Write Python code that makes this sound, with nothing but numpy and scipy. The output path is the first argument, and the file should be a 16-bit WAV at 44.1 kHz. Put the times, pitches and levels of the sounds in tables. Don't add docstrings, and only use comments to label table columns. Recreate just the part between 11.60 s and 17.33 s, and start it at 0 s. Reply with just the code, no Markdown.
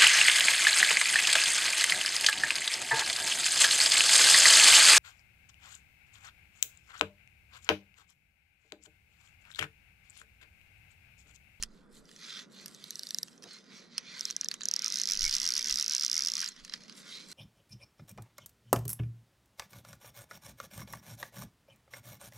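import sys
import numpy as np
from scipy import signal
from scipy.fft import rfft, irfft, next_fast_len
from scipy.io import wavfile
from scipy.ndimage import uniform_filter1d, map_coordinates

SR = 44100
rng = np.random.default_rng(int(sys.argv[2]) if len(sys.argv) > 2 else 0)


def volts_from_db(level):
    exponent = np.asarray(level, float) / 20
    return 10 ** exponent


def generate_wav(signal):
    frames = np.transpose(np.atleast_2d(signal))
    scaled = np.clip(frames, -1, 1) * 32767
    pcm = np.round(scaled).astype(np.int16)
    wavfile.write(sys.argv[1], SR, pcm)


N = 252693

# (time [s], peak level [dB], ring [Hz])
TAKE_UP = [(2.609, -19, 5450), (2.6536, -16, 5510), (2.7088, -19, 5920), (2.7646, -16, 5880),
           (2.8118, -16, 5860), (2.8454, -20, 5860), (2.8858, -17, 5660), (3.0553, -16, 5880),
           (3.086, -13, 5750), (3.1128, -15, 5710), (3.1383, -13, 5660), (3.1632, -14, 5280),
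           (3.1925, -18, 5320), (3.2209, -21, 5600)]


def unit(x):
    return x / np.sqrt(np.mean(x ** 2) + 1e-20)


def curves(rows):
    s, *cols = np.transpose(rows)
    return [np.interp(np.arange(N) / SR, s, c) for c in cols]


def wobble(rate):
    knots = rng.standard_normal(int(N * rate / SR) + 4)
    return map_coordinates(knots, [np.arange(N) * rate / SR])


def along(points, hz):
    f, v = np.transpose(points)
    return np.interp(np.log(hz + 1), np.log(f + 1), v)


def filtered(x, response):
    size = next_fast_len(N + 8192)
    f = np.fft.rfftfreq(size, 1 / SR)
    return irfft(rfft(x, size) * response(f), size)[..., :N]


def peak(f, hz, width):
    return 1j * f * width / (hz * hz - f * f + 1j * f * width)


def swell(s, rise, fall, db, order):
    t = np.arange(N) / SR - s
    return volts_from_db(db - 20 * np.maximum(t / fall, -t / rise) ** order)


def rush(spectrum, alike, grains_db, streak_db, pan_db):
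    z = signal.stft(rng.standard_normal((2, N)), nperseg=512)[2]
    field = uniform_filter1d(rng.standard_normal(z.shape[1:]), size=2, axis=0)
    field = uniform_filter1d(field, size=12, axis=1)
    streaks = signal.istft(z * volts_from_db(streak_db * unit(field)), nperseg=512)[1][:, :N]
    lowest, highest = spectrum[0][0], spectrum[-1][0]
    mid, side = filtered(streaks * volts_from_db(grains_db),
                         lambda f: volts_from_db(along(spectrum, f)) * (f > lowest) * (f < highest))
    turn = np.arccos(np.clip(alike, -1, 1)) / 2
    stereo = np.cos(turn) * mid + np.outer([1, -1], np.sin(turn) * side)
    return unit(stereo) * volts_from_db([[pan_db / 2], [-pan_db / 2]])


def strikes(rows, ring_width, bodies, chatter_s, clean, apart, tail_db, tail_s, scatter_db, pan_db):
    size = 2048
    out = np.zeros((2, N + size))
    f, t = np.fft.rfftfreq(size, 1 / SR), np.arange(size) / SR
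    levels = zip(*[body_levels for _, body_levels in bodies])
    for (s, db, hz, *_), body_db in zip(rows, levels):
        chatter = rng.standard_normal((3, size)) ** 3 * np.sqrt(t) * np.exp(-t / chatter_s)
        taps = rfft(chatter)
        shared, *own = taps / np.sqrt(uniform_filter1d(np.abs(taps) ** 2, size=70))
        blow = shared + apart * (f / 10000) ** 2 * np.array(own)
        ring = peak(f, hz, ring_width) ** 3 * (clean + (1 - clean) * blow)
        for (modes, _), level in zip(bodies, body_db):
            for k, (centre, width, mode_db) in enumerate(modes):
                gain = volts_from_db(level + mode_db + scatter_db * rng.standard_normal())
                ring = ring + (-1) ** k * gain * peak(f, centre, width) ** 2 * blow
        tail = volts_from_db(tail_db - 60 * t / tail_s) * rng.standard_normal((2, size))
        sound = irfft(ring * (1 + rfft(tail)), size)[:, :size // 2]
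        out[:, round(s * SR):][:, :size // 2] += sound / np.abs(sound).max() * volts_from_db(db)
    return out[:, :N] * volts_from_db([[pan_db / 2], [-pan_db / 2]])


def lake():
    # (frequency [Hz], density [dB per Hz])
    hum_colour = [(35, -40), (60, -22.5), (113, -24.5), (144, -7), (204, 0), (314, -10.5), (477, -11),
                  (807, -24.5), (924, -22), (1420, -19), (1500, -20.5), (1950, -30), (3300, -120)]
    # (time [s], level [dB])
    hum_level = [(0, -61.5), (1.5, -61.5), (2.2, -58), (2.6, -62), (4.2, -62.5), (5.0, -64.5), (5.2, -61),
                 (5.73, -60)]
    # (peak time [s], rise [s per 20 dB], fall [s per 20 dB], level [dB])
    jolt_rows = [
        (0, .1, 0.2, -49.5),
        (.389, 0.19, .18, -64),
        (2.709, .5, 3, -80.5),
        (3.637, 0.1, 0.19, -43),
        (4.136, .11, .1, -50.5),
        (4.6, .2, 0.5, -70),
        (4.994, 0.074, .15, -58.5),
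        (5.727, 0.33, .1, -76),
    ]
    # (frequency [Hz], density [dB per Hz])
    thump_colour = [(8, 5), (25, -1), (45, -6), (70, -18.5), (120, -30)]
    still_db = -94

    hum = rush(hum_colour, 0.62, 1.98 * wobble(6.09), streak_db=1.45, pan_db=-1.5)
    jolts = volts_from_db(still_db) + sum(swell(*row, order=1) for row in jolt_rows)
    thumps = rush(thump_colour, 0.95, 1.5 * wobble(12), streak_db=0, pan_db=-3.6)
    return volts_from_db(curves(hum_level)[0]) * hum + jolts * thumps


def ticks():
    # (time [s], peak level [dB], ring [Hz], knock over the ring [dB])
    metal = [(0.0256, -22, 6360, -12), (0.0343, -22.5, 5150, -10.5), (0.4542, -55, 5300, -21),
             (0.491, -49, 3400, -4), (0.5138, -48.5, 5250, -7), (1.0594, -35, 5100, -17.5),
             (1.0594, -36, 11500, -27), (1.075, -54, 5770, -20), (1.081, -38, 5560, -18),
             (1.4898, -36, 5700, -20), (1.682, -45, 6070, -3), (1.933, -47.5, 8800, -20),
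             (2.3802, -21, 5170, -10.5), (2.3802, -26.5, 8700, 5), (2.5936, -34, 5900, -11),
             (2.7252, -43, 4480, -9), (2.9135, -25.5, 4530, -7), (2.9403, -30.5, 6550, -8.5),
             (4.8763, -30, 4730, -18), (4.8872, -29.5, 6800, -16.5), (5.0486, -36, 5840, -10),
             (5.2961, -40, 4800, -2)]
    # (time [s], peak level [dB], ring [Hz], knock over the ring [dB])
    cork = [(0.562, -43.5, 5650, -11), (1.778, -52, 5860, -13), (2.5194, -44, 5640, 2),
            (2.702, -29.5, 6230, -7.5), (2.8326, -40, 4700, 6), (2.8583, -37, 4360, -13),
            (3.008, -35, 6270, -3), (3.0173, -33, 3850, -10.5), (3.034, -29, 6450, -15),
            (4.8254, -34.5, 3600, 4), (5.096, -35.5, 4800, -11), (5.1232, -39, 4860, 0),
            (5.1373, -26.5, 4960, -9), (5.1426, -37, 4720, 2), (5.3244, -45, 5740, -11)]
    # (time [s], peak level [dB])
    crackle = [(1.675, -50), (1.7295, -54), (1.9087, -49), (1.957, -52), (1.9866, -52), (2.042, -57.5),
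               (4.919, -47), (4.9636, -45), (4.998, -48.5), (5.0789, -46), (5.158, -46), (5.176, -50),
               (5.2056, -51), (5.218, -50), (5.236, -46.5), (5.281, -47), (5.351, -52)]
    # (frequency [Hz], width [Hz], level [dB])
    grip = [(1216, 520, -12.5), (1770, 400, -3.5), (2740, 720, -6.5), (3240, 210, -3.5), (4480, 720, -3.5)]
    # (frequency [Hz], width [Hz], level [dB])
    rim = [(7080, 1100, -7.5), (9000, 1400, -10.5), (11500, 3400, -19.5), (13600, 1000, -35)]

    zip_start_s, zip_gap_s, zip_shrinks = 1.8232, 0.01, 0.8
    zipping = [(zip_start_s + zip_gap_s * k * zip_shrinks ** k, -45.5, 5300, -9) for k in range(7)]
    flicks = [(s, db, 5300, -9) for s, db in crackle]
    bright = metal + zipping
    rows = bright + cork + flicks
    knock_db = np.transpose(rows)[-1] + 2.9
    sparkle_db = np.repeat([-6.5, -20, -14], [len(bright), len(cork), len(flicks)])
    return volts_from_db(5.0) * strikes(rows, 1890, [(grip, knock_db), (rim, sparkle_db)],
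                              chatter_s=0.00055, clean=0.33, apart=0.3, tail_db=-25.5, tail_s=0.025,
                              scatter_db=1.5, pan_db=-3.5)


def slides():
    # (peak
    # time [s], rise [s per 20 dB], fall [s per 20 dB], level [dB], fine hiss over it [dB])
    hand_slides = [(0.037, 0.054, 0.033, -56.0, -8.7), (0.173, 0.164, 0.103, -72.9, -6.7),
                   (0.365, 0.063, 0.063, -63.7, -0.1), (0.566, 0.153, 0.212, -62.2, -4.2),
                   (0.669, 0.097, 0.161, -46.1, -16.5), (0.789, 0.089, 0.064, -46.5, -17.6),
                   (0.926, 0.027, 0.062, -66.5, -0.6), (1.012, 0.11, 0.107, -55.0, -16.2),
                   (1.146, 0.243, 0.062, -62.9, -1.9), (1.289, 0.173, 0.253, -55.3, -9.2),
                   (1.507, 0.289, 0.256, -57.0, -1.9), (1.726, 0.373, 0.125, -67.9, -5.1),
                   (1.846, 0.035, 0.094, -62.8, -11.3), (1.935, 0.105, 0.103, -52.8, -15.7),
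                   (2.053, 0.045, 0.373, -67.6, -18.3), (2.151, 0.079, 0.155, -55.2, -17.3),
                   (2.382, 0.096, 0.064, -54.4, -26.0),
                   (2.565, 0.184, 0.091, -49.1, -24.3), (2.702, 0.201, 0.034, -47.6, -10.1),
                   (2.854, 0.234, 0.021, -55.1, -12.5), (2.929, 0.072, 0.06, -54.1, -12.8),
                   (3.024, 0.05, 0.363, -56.8, -13.5), (4.894, 0.597, 0.071, -54.1, -14.7),
                   (5.0, 0.089, 0.052, -56.9, -18.2), (5.05, 0.022, 0.069, -54.7, -13.1),
                   (5.141, 0.051, 0.053, -51.8, -15.8), (5.229, 0.069, 0.079, -59.6, -16.8),
                   (5.295, 0.023, 0.115, -57.5, -15.6), (5.384, 0.045, 0.061, -53.9, -3.0),
                   (5.534, 0.133, 0.17, -47.8, -13.1), (5.744, 0.094, 0.189, -48.2, -5.3)]
    rest_db = [-83.5, -80, -89]

    rows = hand_slides
    fine_db = np.transpose(rows)[-1]
    low_db = -9.5 - 0.23 * fine_db
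    shares = volts_from_db([0 * fine_db, low_db, fine_db])
    swells = np.array([swell(*row[:-1], order=2) for row in rows])
    power = shares ** 2 @ swells ** 2
    return np.sqrt(power + volts_from_db(rest_db)[:, None] ** 2)


def wound():
    # (time [s], surge [ms], lag [ms], peak level [dB])
    half_turns = [(3.2445, -3.0, 3.8, -17.5), (3.3861, -5.1, 3.8, -17.3), (3.5099, -7.0, 1.8, -17.0),
                  (3.63, -2.6, -3.0, -17.0), (3.739, -3.6, 2.3, -18.1), (3.8535, -3.2, -2.3, -16.8),
                  (3.9653, -3.2, 1.1, -18.8), (4.0846, -3.1, 0.2, -17.1), (4.1979, -4.2, 1.0, -17.8),
                  (4.3222, -2.1, 1.1, -17.5), (4.4354, -3.4, 1.7, -16.9), (4.5543, -2.3, -0.2, -18.0),
                  (4.6605, -4.7, -0.8, -17.4), (4.7799, -0.2, -4.2, -21.5), (4.8932, 0, 0, -60)]
    # (level [dB], ring [Hz])
    worn_teeth = [(2, 5430), (2.8, 5600), (2, 5580), (-3.5, 5450), (-0.5, 5440), (1.6, 5500), (0, 5520),
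                  (-0.8, 5480), (-1.5, 5800), (1.3, 5320), (3.5, 5630), (1.5, 5440), (0, 5540), (0.5, 5200),
                  (-0.7, 5440), (-1, 5220.0)]

    s, surge_ms, lag_ms, db = np.transpose(half_turns)
    tooth = np.arange(8 * (len(s) - 1) - 1)
    half = tooth // 8
    angle = 2 * np.pi * (tooth % 8) / 8
    even = np.interp(tooth / 8, np.arange(len(s)), s)
    uneven_ms = surge_ms[half] * np.sin(angle) + lag_ms[half] * (1 - np.cos(angle))
    tooth_db, hz = np.array(worn_teeth)[tooth % 16].T
    return np.r_[TAKE_UP, np.c_[even + uneven_ms / 1000, db[half] + tooth_db, hz]]


def rubbing():
    steady = 3.06, 4.895
    # (time [s], level [dB])
    line_tension = [(3.06, -44.5), (3.243, -37), (3.437, -42.5), (3.73, -38), (3.87, -42), (4.27, -42.5),
                    (4.76, -47), (4.85, -41), (4.895, -47)]
    # (frequency [Hz], density [dB per Hz])
    skin_colour = [(2400, -14), (3100, -6.5), (3700, -2.5), (4050, 0), (4500, -1.5), (5300, -5),
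                   (6500, -7.5), (8000, -26), (10000, -27.5)]
    # (frequency [Hz], density [dB per Hz])
    spool_colour = [(2500, -12.5), (3400, -8), (4400, -2), (5000, -5), (5900, -8), (6400, -4.5),
                    (7200, -26), (9500, -47)]
    # (frequency [Hz], density [dB per Hz])
    low_colour = [(700, -28), (1050, -9.5), (1500, -1), (1750, -5.5), (1950, 2), (2400, -2), (2900, -12),
                  (3600, -2)]
    # (frequency [Hz], density [dB per Hz])
    fine_colour = [(5500, -31), (7000, -3), (7600, 0.5), (8400, -4), (12400, -12.5), (13600, -22.5),
                   (15500, -34), (16300, -65)]

    t, teeth = np.arange(N) / SR, wound()[:, 0]
    winding = (t > steady[0]) & (t < steady[1])
    rate = np.interp(t - 0.012, (teeth[1:] + teeth[:-1]) / 2, 1 / np.diff(teeth))
    speed = winding * np.log2(rate / 72)
    speed = np.minimum(speed, 0.091)
    late_db = -17 * np.clip(1 - (t - steady[0]) / 0.19, 0, 1)
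    line_db = np.array([13 * speed, -9 + 11 * speed, -11.5 + late_db + 14 * speed])
    line = winding * volts_from_db(curves(line_tension)[0] + line_db)
    hands = slides()

    catches = (1.64 + 1.8 * winding) * np.minimum(wobble(420), 2)
    skin = rush(skin_colour, 0.89, catches + 1.5 * wobble(400), streak_db=4.0, pan_db=-3.5)
    spool = rush(spool_colour, 0.86, catches + 1.8 * wobble(370), streak_db=3.0, pan_db=-5.5)
    low = rush(low_colour, 0.76, 0.83 * catches + 0.96 * wobble(200), streak_db=3.0, pan_db=-1)
    fine = rush(fine_colour, 0.69, catches + 3.0 * wobble(600), streak_db=3.5, pan_db=-3.0)
    return hands[0] * skin + line[0] * spool + (hands[1] + line[1]) * low + (hands[2] + line[2]) * fine


def pawl():
    # (time [s], peak level [dB], ring [Hz])
    pull_drops = [(1.1471, -35, 6180), (1.2407, -29, 4050), (1.3068, -23, 5810), (1.3562, -26, 5730),
                  (1.3937, -22, 5810), (1.4331, -25, 4970), (1.4696, -26, 4540), (1.5072, -22, 4390),
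                  (1.5456, -17, 5340), (1.5855, -16.5, 6100), (1.6307, -18, 5340)]
    # (frequency [Hz], width [Hz], level [dB])
    side_on = [(1760, 250, -22), (2780, 610, -36), (3910, 640, -10.5), (4800, 1400, -16.5),
               (5840, 590, -9.5), (8240, 1400, -26), (9760, 1600, -22), (11660, 590, -18),
               (13800, 930, -31)]
    # (frequency [Hz], width [Hz], level [dB])
    edge_on = [(1650, 130, -28.5), (2480, 350, -44), (3600, 1070, -23.5), (4600, 260, -21),
               (6660, 1020, -19.5), (8870, 2340, -29), (11170, 1730, -31.5), (12450, 1100, -36),
               (14200, 1700, -43)]

    pulled = strikes(pull_drops, 1470, [(side_on, np.full(len(pull_drops), 3.0))],
                     chatter_s=0.00021, clean=0.74, apart=0.31, tail_db=-29.5, tail_s=0.016,
                     scatter_db=1.5, pan_db=-4.0)
    drops = wound()
    steady = drops[len(TAKE_UP):]
    steady[:, 1:] += rng.standard_normal((len(steady), 2)) * [0.8, 140]
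    winding = strikes(drops, 1380, [(edge_on, np.full(len(drops), 3.0))],
                      chatter_s=0.00058, clean=0.89, apart=0.56, tail_db=-51, tail_s=0.022,
                      scatter_db=2.5, pan_db=-4.0)
    return volts_from_db(0.5) * pulled + volts_from_db(0.5) * winding


def squeaks():
    # (time [s], half length [s], frequency [Hz], width [Hz], level [dB])
    sung = [
        (1.862, 0.027, 320, 517, -56),
        (2.502, 0.068, 2400, 120, -62.5),
        (3.665, 0.022, 2240, 110, -40),
        (4.834, 0.0044, 1550, 256, -42.5),
    ]
    t, out = np.arange(N) / SR, np.zeros(N)
    for s, half, hz, width, db in sung:
        tone = unit(filtered(rng.standard_normal(N), lambda f: peak(f, hz, width) ** 2))
        out += volts_from_db(db) * np.exp(-((t - s) / half) ** 2) * tone
    return out * volts_from_db([[-1.5], [1.5]])


def scene():
    return lake() + ticks() + rubbing() + pawl() + squeaks()


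def band_limit(x):
    return signal.sosfilt(signal.butter(12, 16810, fs=SR, output="sos"), x)


def record(dry):
    # (frequency [Hz], phase [radians])
    port_lead = [(30, 0.3), (300, -0.51), (1300, -0.073), (3000, -1.12), (4200, -0.31), (6500, -0.31),
                 (9000, -0.34), (16000, 0.33)]
    # (frequency [Hz], left minus right [dB])
    shadow = [(500, -0.5), (2400, -1.5), (6000, 1.6), (13000, 4)]
    # (frequency [Hz], level [dB])
    treble = [(15500, 0.5), (16500, -12), (16800, -60)]

    half = np.array([[.5], [-.5]])
    mix = filtered(dry, lambda f: volts_from_db(along(treble, f) + half * along(shadow, f))
                   * np.exp(1j * half * along(port_lead, f)))
    return band_limit(mix)


dry = scene()
out = record(dry)
generate_wav(out)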